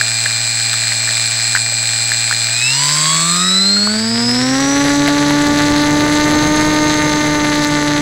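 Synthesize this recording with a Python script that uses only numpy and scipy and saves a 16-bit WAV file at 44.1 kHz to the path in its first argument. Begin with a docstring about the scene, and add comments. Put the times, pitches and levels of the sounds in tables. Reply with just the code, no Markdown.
"""Ripples slap a hull while an electric model seaplane idles with a high, throbbing whistle and a rattle.
The whistle is its speed controller chopping the current; the rattle is the motor mount.
The throttle opens and the brushless motor's whine climbs. At full speed the two propeller blades
buzz and throw gusts of air, and the wind rumbles as the plane takes off from the lake.
All of it is heard from the hull."""
import sys
import numpy as np
from scipy import signal
from scipy.fft import rfft, irfft
from scipy.io import wavfile
from scipy.ndimage import uniform_filter1d

SR = 44100
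rng = np.random.default_rng(int(sys.argv[2]) if len(sys.argv) > 2 else 0)


def store_wav(level_fs):
    """Save 16-bit WAV to argv[1]."""
    pcm = np.round(np.clip(np.atleast_2d(level_fs), -1, 1) * 32767)
    wavfile.write(sys.argv[1], SR, pcm.T.astype(np.int16))


N = 353241
TIME = np.arange(N) / SR
IDLE_HZ, FULL_HZ = 57, 148  # shaft speeds, in turns per second
SWITCH_HZ = 7812.5  # how fast the controller chops the current


def undb(db):
    """Turn decibels into a gain to multiply by."""
    return 10 ** (np.asarray(db) / 20)


def unit(x):
    """Scale a signal to an average strength (rms) of 1."""
    return x / np.sqrt(np.mean(x ** 2))


def tone(cycles):
    """A sine wave of rms 1, from a running count of cycles."""
    return np.sqrt(2) * np.sin(2 * np.pi * cycles)


def curve(table):
    """Join (time, value) points with straight lines."""
    return np.interp(TIME, *np.transpose(table))


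def wander(rate_hz):
    """A smooth random drift of rms 1."""
    hold = max(int(SR / rate_hz), 1)
    steps = np.repeat(rng.standard_normal(N // hold + 1), hold)[:N]
    return unit(uniform_filter1d(steps, hold))


def pulses(cycles, width, scatter_db, count=6000):
    """One rounded pulse per cycle, each with its own random strength."""
    offset = (cycles + .5) % 1 - .5
    gains = undb(scatter_db * rng.standard_normal(count))
    return np.exp(-.5 * (offset / width) ** 2) * gains[np.round(cycles).astype(int) % count]


def above(shaft_hz, onset_hz, spread_hz):
    """Rise smoothly from 0 to 1 as the shaft passes a speed."""
    return .5 + .5 * np.tanh((shaft_hz - onset_hz) / spread_hz / 2)


def near(shaft_hz, best_hz, span_hz):
    """Give 1 at one shaft speed, falling away on both sides."""
    return np.exp(-.5 * ((shaft_hz - best_hz) / span_hz) ** 2)


def spectrum_db(points, hz):
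    """Look up a level between (frequency, level) points."""
    points_hz, db = np.transpose(points)
    return np.interp(np.log(np.maximum(hz, 1)), np.log(points_hz), db)


def colour(x, points, size=2048):
    """Filter a sound with the given spectrum and scale it to rms 1."""
    bins_hz = np.arange(size // 2 + 1) * SR / size
    cepstrum = irfft(spectrum_db(points, bins_hz) * np.log(10) / 20)
    # folding makes the filter ring only after a hit, never before it
    cepstrum[1:size // 2] *= 2
    cepstrum[size // 2 + 1:] = 0
    ring = irfft(np.exp(rfft(cepstrum)))
    return unit(signal.fftconvolve(x, ring)[:N])


def resonance(x, hz, width_hz):
    """Keep the narrow band of a sound around one ringing pitch."""
    return signal.lfilter(*signal.iirpeak(hz, hz / width_hz, fs=SR), x)


def resonances_db(modes, hz):
    """The level of a tone as its pitch slides through a set of resonances."""
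    power = sum((undb(db) / (1 + (2 * (hz - centre) / width) ** 2)) ** 2 for centre, width, db in modes)
    return 10 * np.log10(power)


def thrust_db(shaft_hz, full_db, tenfold_db, airborne_db, lift_off_s=5.43, climb_s=1.8):
    """The propeller gets louder with speed, then bites less hard once off the water."""
    airborne = np.clip((TIME - lift_off_s) / climb_s, 0, 1)
    return full_db + tenfold_db * np.log10(shaft_hz / FULL_HZ) + airborne_db * airborne


# how hard the wind blows: t/s, relative level/dB
WIND_SWELL = [(0, -56), (2.8, -56), (3.1, -47.5), (3.7, -61), (4.7, -38), (6.3, -27), (8, -33.5)]
# the wind's deep tone colour: f/Hz, level/dB
WIND_COLOUR = [(15, -4), (45, -6), (110, -1.5), (230, -2.5), (450, -7.5), (1000, -13), (4000, -40.5)]


def wind(gain_db=7, gust_db=1.3):
    """Rushing air buffets the microphone."""
    level_db = curve(WIND_SWELL) + gain_db + gust_db * wander(24)
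    return colour(rng.standard_normal(N), WIND_COLOUR) * undb(level_db)


def fine_hiss(shaft_hz, gain_db=-41):
    """A faint, high hiss swells at part throttle."""
    band = signal.butter(2, [8500, 14000], "bandpass", fs=SR)
    hiss = unit(signal.lfilter(*band, rng.standard_normal(N)))
    return hiss * undb(gain_db + wander(20)) * near(shaft_hz, best_hz=78, span_hz=16)


# ripples hitting the hull: t/s, relative level/dB, starting f/Hz, time to fade by 60 dB/s
RIPPLES = [(.012, 3.5, 1650, 0.011), (.26, -2, 1720, .014), (.74, -11.5, 1280, 0.0084),
           (0.92, -5.5, 1950, 0.0091), (1.076, -9, 1740, .012), (1.09, -7.5, 1830, .012),
           (1.551, 1.5, 1560, 0.014), (1.562, 1, 1900, 0.0078), (1.572, -5, 1600, 0.0087),
           (1.722, -22, 596, 0.024), (2.118, -2, 1730, 0.011), (2.311, -4.5, 1480, 0.013),
           (2.326, -1.5, 1760, 0.0097), (2.955, -13, 1600, .012), (3.767, -16, 1400, .035),
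           (3.873, -2.5, 1200, 0.0069), (4.598, -14, 1200, 0.014), (4.851, -9, 547, 0.022),
           (5.078, 0.5, 2030, 0.0075), (5.081, -8, 670, .025), (5.308, -8, 877, 0.018)]


def slaps(rise_s=0.00027, glide=1.2, splash=0.38, gain_db=3):
    """Each ripple traps air that rings with a rising pitch, and throws a few drops."""
    out, t = np.zeros(N + SR), np.arange(SR // 16) / SR
    drop_band = signal.butter(1, [700, 4500], "bandpass", fs=SR)
    for start_s, db, hz, fade_s in RIPPLES:
        ring = np.sin(2 * np.pi * hz * t * (1 + glide * t * t / fade_s))
        drops = signal.lfilter(*drop_band, rng.standard_normal(len(t)))
        envelope = (1 - np.exp(-t / rise_s)) * np.exp(-np.log(1000) * t / fade_s)
        start = int(start_s * SR)
        out[start:start + len(t)] += undb(db + gain_db) * envelope * (ring + splash * drops)
    bass_cut = signal.butter(3, 500, "highpass", fs=SR, output="sos")
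    return signal.sosfilt(bass_cut, out[:N])


# how the propeller shakes the hull: cycles per turn, relative level/dB
HULL_SHAKES = [(6, 1.5), (7, -29), (8, -1.5), (10, -9), (11, -11), (12, -7.5)]


def hull_growl(turns, gain_db=-41, waver_db=4):
    """The shaft's overtones pass one by one through a resonance of the hollow hull."""
    shake = sum(undb(db + waver_db * wander(34.76)) * tone(k * turns) for k, db in HULL_SHAKES)
    return undb(gain_db) * resonance(shake, hz=632, width_hz=75)


# tone colour of the air thrown by the blades: f/Hz, level/dB
GUST_COLOUR = [(150, -1), (600, -3), (1100, -4), (1950, 3.5), (2500, -4.5), (3100, -4.5), (4050, 2.5),
               (5050, -5), (5500, -7.5), (7700, -7.5), (8800, -20.5), (10200, -13.5), (11800, -26.5),
               (15500, -36)]


def blade_gusts(turns, shaft_hz, steady=0.2, waver_db=0.75):
    """Each blade throws a short burst of swirling air at the hull, no two alike."""
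    bursts = pulses(2 * turns, width=0.037, scatter_db=3)
    air = colour((bursts + steady) * rng.standard_normal(N), GUST_COLOUR)
    level_db = thrust_db(shaft_hz, full_db=-19, tenfold_db=69.5, airborne_db=-2)
    return air * undb(level_db + waver_db * wander(18))


# the rattle's level swells at idle, dips briefly near 1.6 s, then recovers: t/s, relative level/dB
RATTLE_LEVEL = [(0, -1.5), (1.5, 0.8), (1.65, -3.5), (1.9, -1), (2.5, -0.5)]


def rattle_gain(shaft_hz, base_db=-21, tenfold_db=-18, flare_db=5.5, tight_db=-38):
    """The mount rattles most at part throttle; full thrust pulls it tight."""
    loose_db = base_db + tenfold_db * np.log10(shaft_hz / IDLE_HZ) + curve(RATTLE_LEVEL)
    loose_db += flare_db * near(shaft_hz, best_hz=78.2, span_hz=11.5)
    tight = above(shaft_hz, onset_hz=141, spread_hz=2.5)
    return (1 - tight) * undb(loose_db) + tight * undb(tight_db)


# how the mount and hull ring: f/Hz, level/dB
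MOUNT_COLOUR = [(480, -32.5), (630, -12.5), (860, -20), (1650, -3.5), (2300, -4), (3200, -10.5), (4100, 2),
                (4550, -5), (4950, -1), (5600, -13.5), (7800, -5.5), (8900, -20), (10200, -15),
                (11800, -35.5), (15500, -25)]


def mount_rattle(turns, shaft_hz, scrape=.38, wear=.6, track_points=512):
    """The mount knocks twice a turn and chatters; the worn bearing's roughness repeats every turn."""
    knocks = pulses(2 * turns + .6, width=.065, scatter_db=2.9)
    chatter = .33 * pulses(6 * turns, width=1 / 8, scatter_db=2.9)
    positions = np.arange(track_points) / track_points
    bearing = np.interp(turns, positions, rng.standard_normal(track_points), period=1)
    grit = rng.standard_normal(N) + wear * unit(bearing)
    return colour((knocks + chatter + scrape) * grit, MOUNT_COLOUR) * rattle_gain(shaft_hz)


# how well the bell, the motor's spinning shell, gives off each pitch: f/Hz, level/dB
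BELL_COLOUR = [(1300, -24), (2000, -5), (2300, -12), (2650, -9), (3300, -20), (3850, -6), (4200, -4),
               (4700, -6), (5170, -2), (5450, -21), (5900, -11), (6600, -16), (7500, -30), (10200, -26),
               (11200, -45)]
# weaker magnet pulls on the bell: cycles per turn, relative level/dB, shaft speed of strongest pull/Hz
BELL_PULLS = [(20.93, -1.5, 92), (28, -12, 78), (56, 1, 95), (58.3, -5, 92), (63, 3, 69), (70, -2, 76)]


def bell_whistles(turns, shaft_hz, gain_db=-23, span_hz=6, throb=0.53):
    """At part throttle the magnets shake the bell: rising whistles flare as they cross its resonances."""
    whistles = np.zeros(N)
    for k, db, best_hz in BELL_PULLS:
        level_db = db + spectrum_db(BELL_COLOUR, k * shaft_hz) + 2 * wander(110)
        whistles += near(shaft_hz, best_hz, span_hz) * undb(level_db) * tone(k * turns)
    return undb(gain_db) * whistles * (1 + throb * np.sin(4 * np.pi * turns))


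# tones on either side of the chopping pitch: extra cycles per turn, relative level/dB
SIDE_TONES = [(-20, -26), (-10, -13), (-4, -2), (-1, -3), (0, 0), (1, -2), (4, -2), (6, -11), (10, -16),
              (14, -18), (20, -32)]


def chopping_song(turns, shaft_hz, odd_fall_db=1, smear=-.0135, steady_share=0.61):
    """The chopped current sings in throbs, twice a turn, which partly merge into a whistle at speed."""
    k = np.arange(-20, 21)
    odd = k % 2
    side_db = np.interp(k, *np.transpose(SIDE_TONES)) - odd_fall_db * np.abs(k) * odd
    # the side tones add up to the shape of one turn; smear spreads each throb a little in time
    positions = np.linspace(0, 1, 512)
    side_cycles = np.outer(positions, k) + smear * k ** 2 + odd / 4
    one_turn = np.exp(2j * np.pi * side_cycles) @ undb(side_db)
    throb = np.interp((turns + 0.323) % 1, positions, one_turn) * undb(1.47 * wander(130))
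    steady = steady_share * above(shaft_hz, onset_hz=90, spread_hz=7.8)
    envelope = (1 - steady) * throb + steady * np.abs(one_turn).mean()
    phase = 2 * np.pi * SWITCH_HZ * TIME + 0.068 * wander(220)
    return unit(np.real(envelope * np.exp(1j * phase)))


# tones made by chopping and coil switching together: cycles per chop, extra cycles per turn, level/dB
BEAT_TONES = [(1, -64, -6), (1, -63, 0), (1, -42, -1), (1, -28, -6), (1, -21, -3), (1, 42, -3),
              (2, -140, -9), (2, -168, -9)]


def chopping_beats(turns, shaft_hz, throb=0.083):
    """Most of these tones fall as the motor speeds up; they flare at the bell's resonances."""
    beats = np.zeros(N)
    for per_chop, per_turn, db in BEAT_TONES:
        hz = per_chop * SWITCH_HZ + per_turn * shaft_hz
        level_db = db + spectrum_db(BELL_COLOUR, hz) + wander(120)
        beats += undb(level_db) * tone(per_chop * SWITCH_HZ * TIME + per_turn * turns)
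    low_cut = signal.butter(6, 3500, "highpass", fs=SR, output="sos")
    return signal.sosfilt(low_cut, beats) * (1 + throb * np.sin(4 * np.pi * turns + wander(40)))


def controller(turns, shaft_hz, base_db=-22, fall_db_per_hz=0.09, flare_db=7):
    """The speed controller chops hardest at part throttle; its sound dies away at full throttle."""
    level_db = base_db - fall_db_per_hz * (shaft_hz - IDLE_HZ)
    level_db += flare_db * near(shaft_hz, best_hz=83.2, span_hz=13.7)
    chopping = 1 - above(shaft_hz, onset_hz=143, spread_hz=3)
    song = undb(-0.05) * chopping_song(turns, shaft_hz)
    beats = undb(0.16) * chopping_beats(turns, shaft_hz)
    octave = undb(-28) * (IDLE_HZ / shaft_hz) ** 3 * tone(2 * SWITCH_HZ * TIME)
    return undb(level_db) * chopping * (song + beats + octave)


# resonances that the whine climbs through: f/Hz, width/Hz, level/dB
WHINE_RESONANCES = [(2638, 297, -17), (3330, 130, -24), (3980, 300, -15.5), (4200, 440, -13),
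                    (5130, 1130, -23), (5854, 220, -23), (6334, 230, -28)]


def motor_whine(turns, shaft_hz, idle_flutter=0.12, peak_flutter=0.69, lock=0.78, free_db=-23):
    """The coils switch 42 times a turn and whine; the rotor runs unevenly, so the whine flutters."""
    level_db = resonances_db(WHINE_RESONANCES, 42 * shaft_hz)
    # most flutter comes midway through the run-up, less where the whine locks onto a resonance
    uneven = idle_flutter + (peak_flutter - idle_flutter) * near(shaft_hz, best_hz=116, span_hz=22.3)
    flutter = np.minimum(uneven * undb(lock * (free_db - level_db)), 1.3)
    angle = 2 * np.pi * turns
    sway = 1.74 * np.sin(angle) + 0.32 * np.sin(2 * angle) + 0.36 * np.sin(4 * angle) + .15 * wander(250)
    load = 1 + 1.04 * flutter * np.cos(2 * angle)
    whine = load * tone(42 * turns + flutter * sway / (2 * np.pi))
    bell_ring = 1.45 * resonance(whine, hz=5070, width_hz=100)
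    return (whine + bell_ring) * undb(level_db + wander(90))


# tones of the magnets' hum: cycles per turn, relative level/dB
HUM_TONES = [(12, -17), (13, -10), (14, 0), (15, -15), (16, -17), (21, -20), (28, -18)]
# resonances that the hum climbs through: f/Hz, width/Hz, level/dB
HUM_RESONANCES = [(791, 60, -43), (996, 82, -27.5), (1114, 144, -22.5), (1238, 160, -21.5),
                  (1477, 110, -28), (1860, 190, -29), (2102, 147, -29)]


def magnet_hum(turns, shaft_hz, tug_db=-30, fall_from_hz=67, fall_db_per_hz=.42):
    """The 14 magnets hum as they turn; their 84 small tugs a turn add a high tone that fades at speed."""
    hum = sum(undb(db + wander(25)) * tone(k * turns) for k, db in HUM_TONES)
    hum_db = resonances_db(HUM_RESONANCES, 14 * shaft_hz)
    fall_db = fall_db_per_hz * np.maximum(shaft_hz - fall_from_hz, 0)
    tugs = tone(84 * turns) * undb(tug_db - fall_db + wander(70))
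    return hum * undb(hum_db) + tugs


# overtones that make the blades buzz: cycles per turn, relative level/dB
BUZZ_TONES = [(3, -2), (4, -1.5), (6, 5.5), (8, 4), (10, 1), (12, 1.5), (16, -16), (18, -10)]


def propeller(turns, shaft_hz, buzz_floor_db=-50, jitter_turns=0.0032):
    """Two blades pass the hull: the pressure falls slowly, then rises sharply, which makes the buzz."""
    buzz_db = thrust_db(shaft_hz, full_db=-20, tenfold_db=97, airborne_db=-1.4)
    buzz_gain = np.hypot(undb(buzz_db), undb(buzz_floor_db))
    shaky_turns = turns + jitter_turns * wander(200) * buzz_gain / buzz_gain.max()
    buzz = unit(sum(undb(db) * tone(k * shaky_turns) for k, db in BUZZ_TONES))
    drone = tone(2 * turns - 1 / 4) + undb(-15.5) * tone(4 * turns)
    drone_db = thrust_db(shaft_hz, full_db=-13.5, tenfold_db=39.3, airborne_db=-3.1)
    drone *= undb(drone_db + 0.35 * wander(40))
    # being off balance, the propeller shakes the plane once a turn, mostly at high speed
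    shake_gain = undb(-60) + undb(-28) * above(shaft_hz, onset_hz=112, spread_hz=6)
    shake = tone(turns) * shake_gain * undb(2.6 * wander(30))
    return drone + shake + buzz * buzz_gain * undb(wander(60))


# turns per second of the propeller shaft, from idle to take-off: t/s, f/Hz
SHAFT_SPEED = [(0.0, 57.16), (0.62, 56.85), (2.49, 57.01), (2.61, 59.83), (2.83, 71.35), (3.21, 81.66),
               (3.47, 92.17), (3.82, 102.46), (4.16, 116.48), (4.34, 122.54), (4.62, 137.1), (4.8, 141.65),
               (5.2, 144.98), (5.72, 146.44), (6.34, 149.89), (6.67, 152.05), (7.72, 147.54), (8.0, 146.97)]


def scene():
    """One shaft drives every sound of the plane; wind, hiss and ripples join them in one channel."""
    shaft_hz = curve(SHAFT_SPEED)
    turns = np.cumsum(shaft_hz) / SR
    sources = (propeller, motor_whine, magnet_hum, bell_whistles, controller, mount_rattle, blade_gusts)
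    plane = sum(source(turns, shaft_hz) for source in sources)
    return (plane + hull_growl(turns) + wind() + fine_hiss(shaft_hz) + slaps())[None]


def record(dry, ceiling=.76, top_hz=15750):
    """Round off the loudest peaks and cut the highest treble."""
    rounded = dry / (1 + (dry / ceiling) ** 8) ** (1 / 8)
    return signal.sosfilt(signal.ellip(10, .2, 80, top_hz, fs=SR, output="sos"), rounded)


dry = scene()
out = record(dry)
store_wav(out)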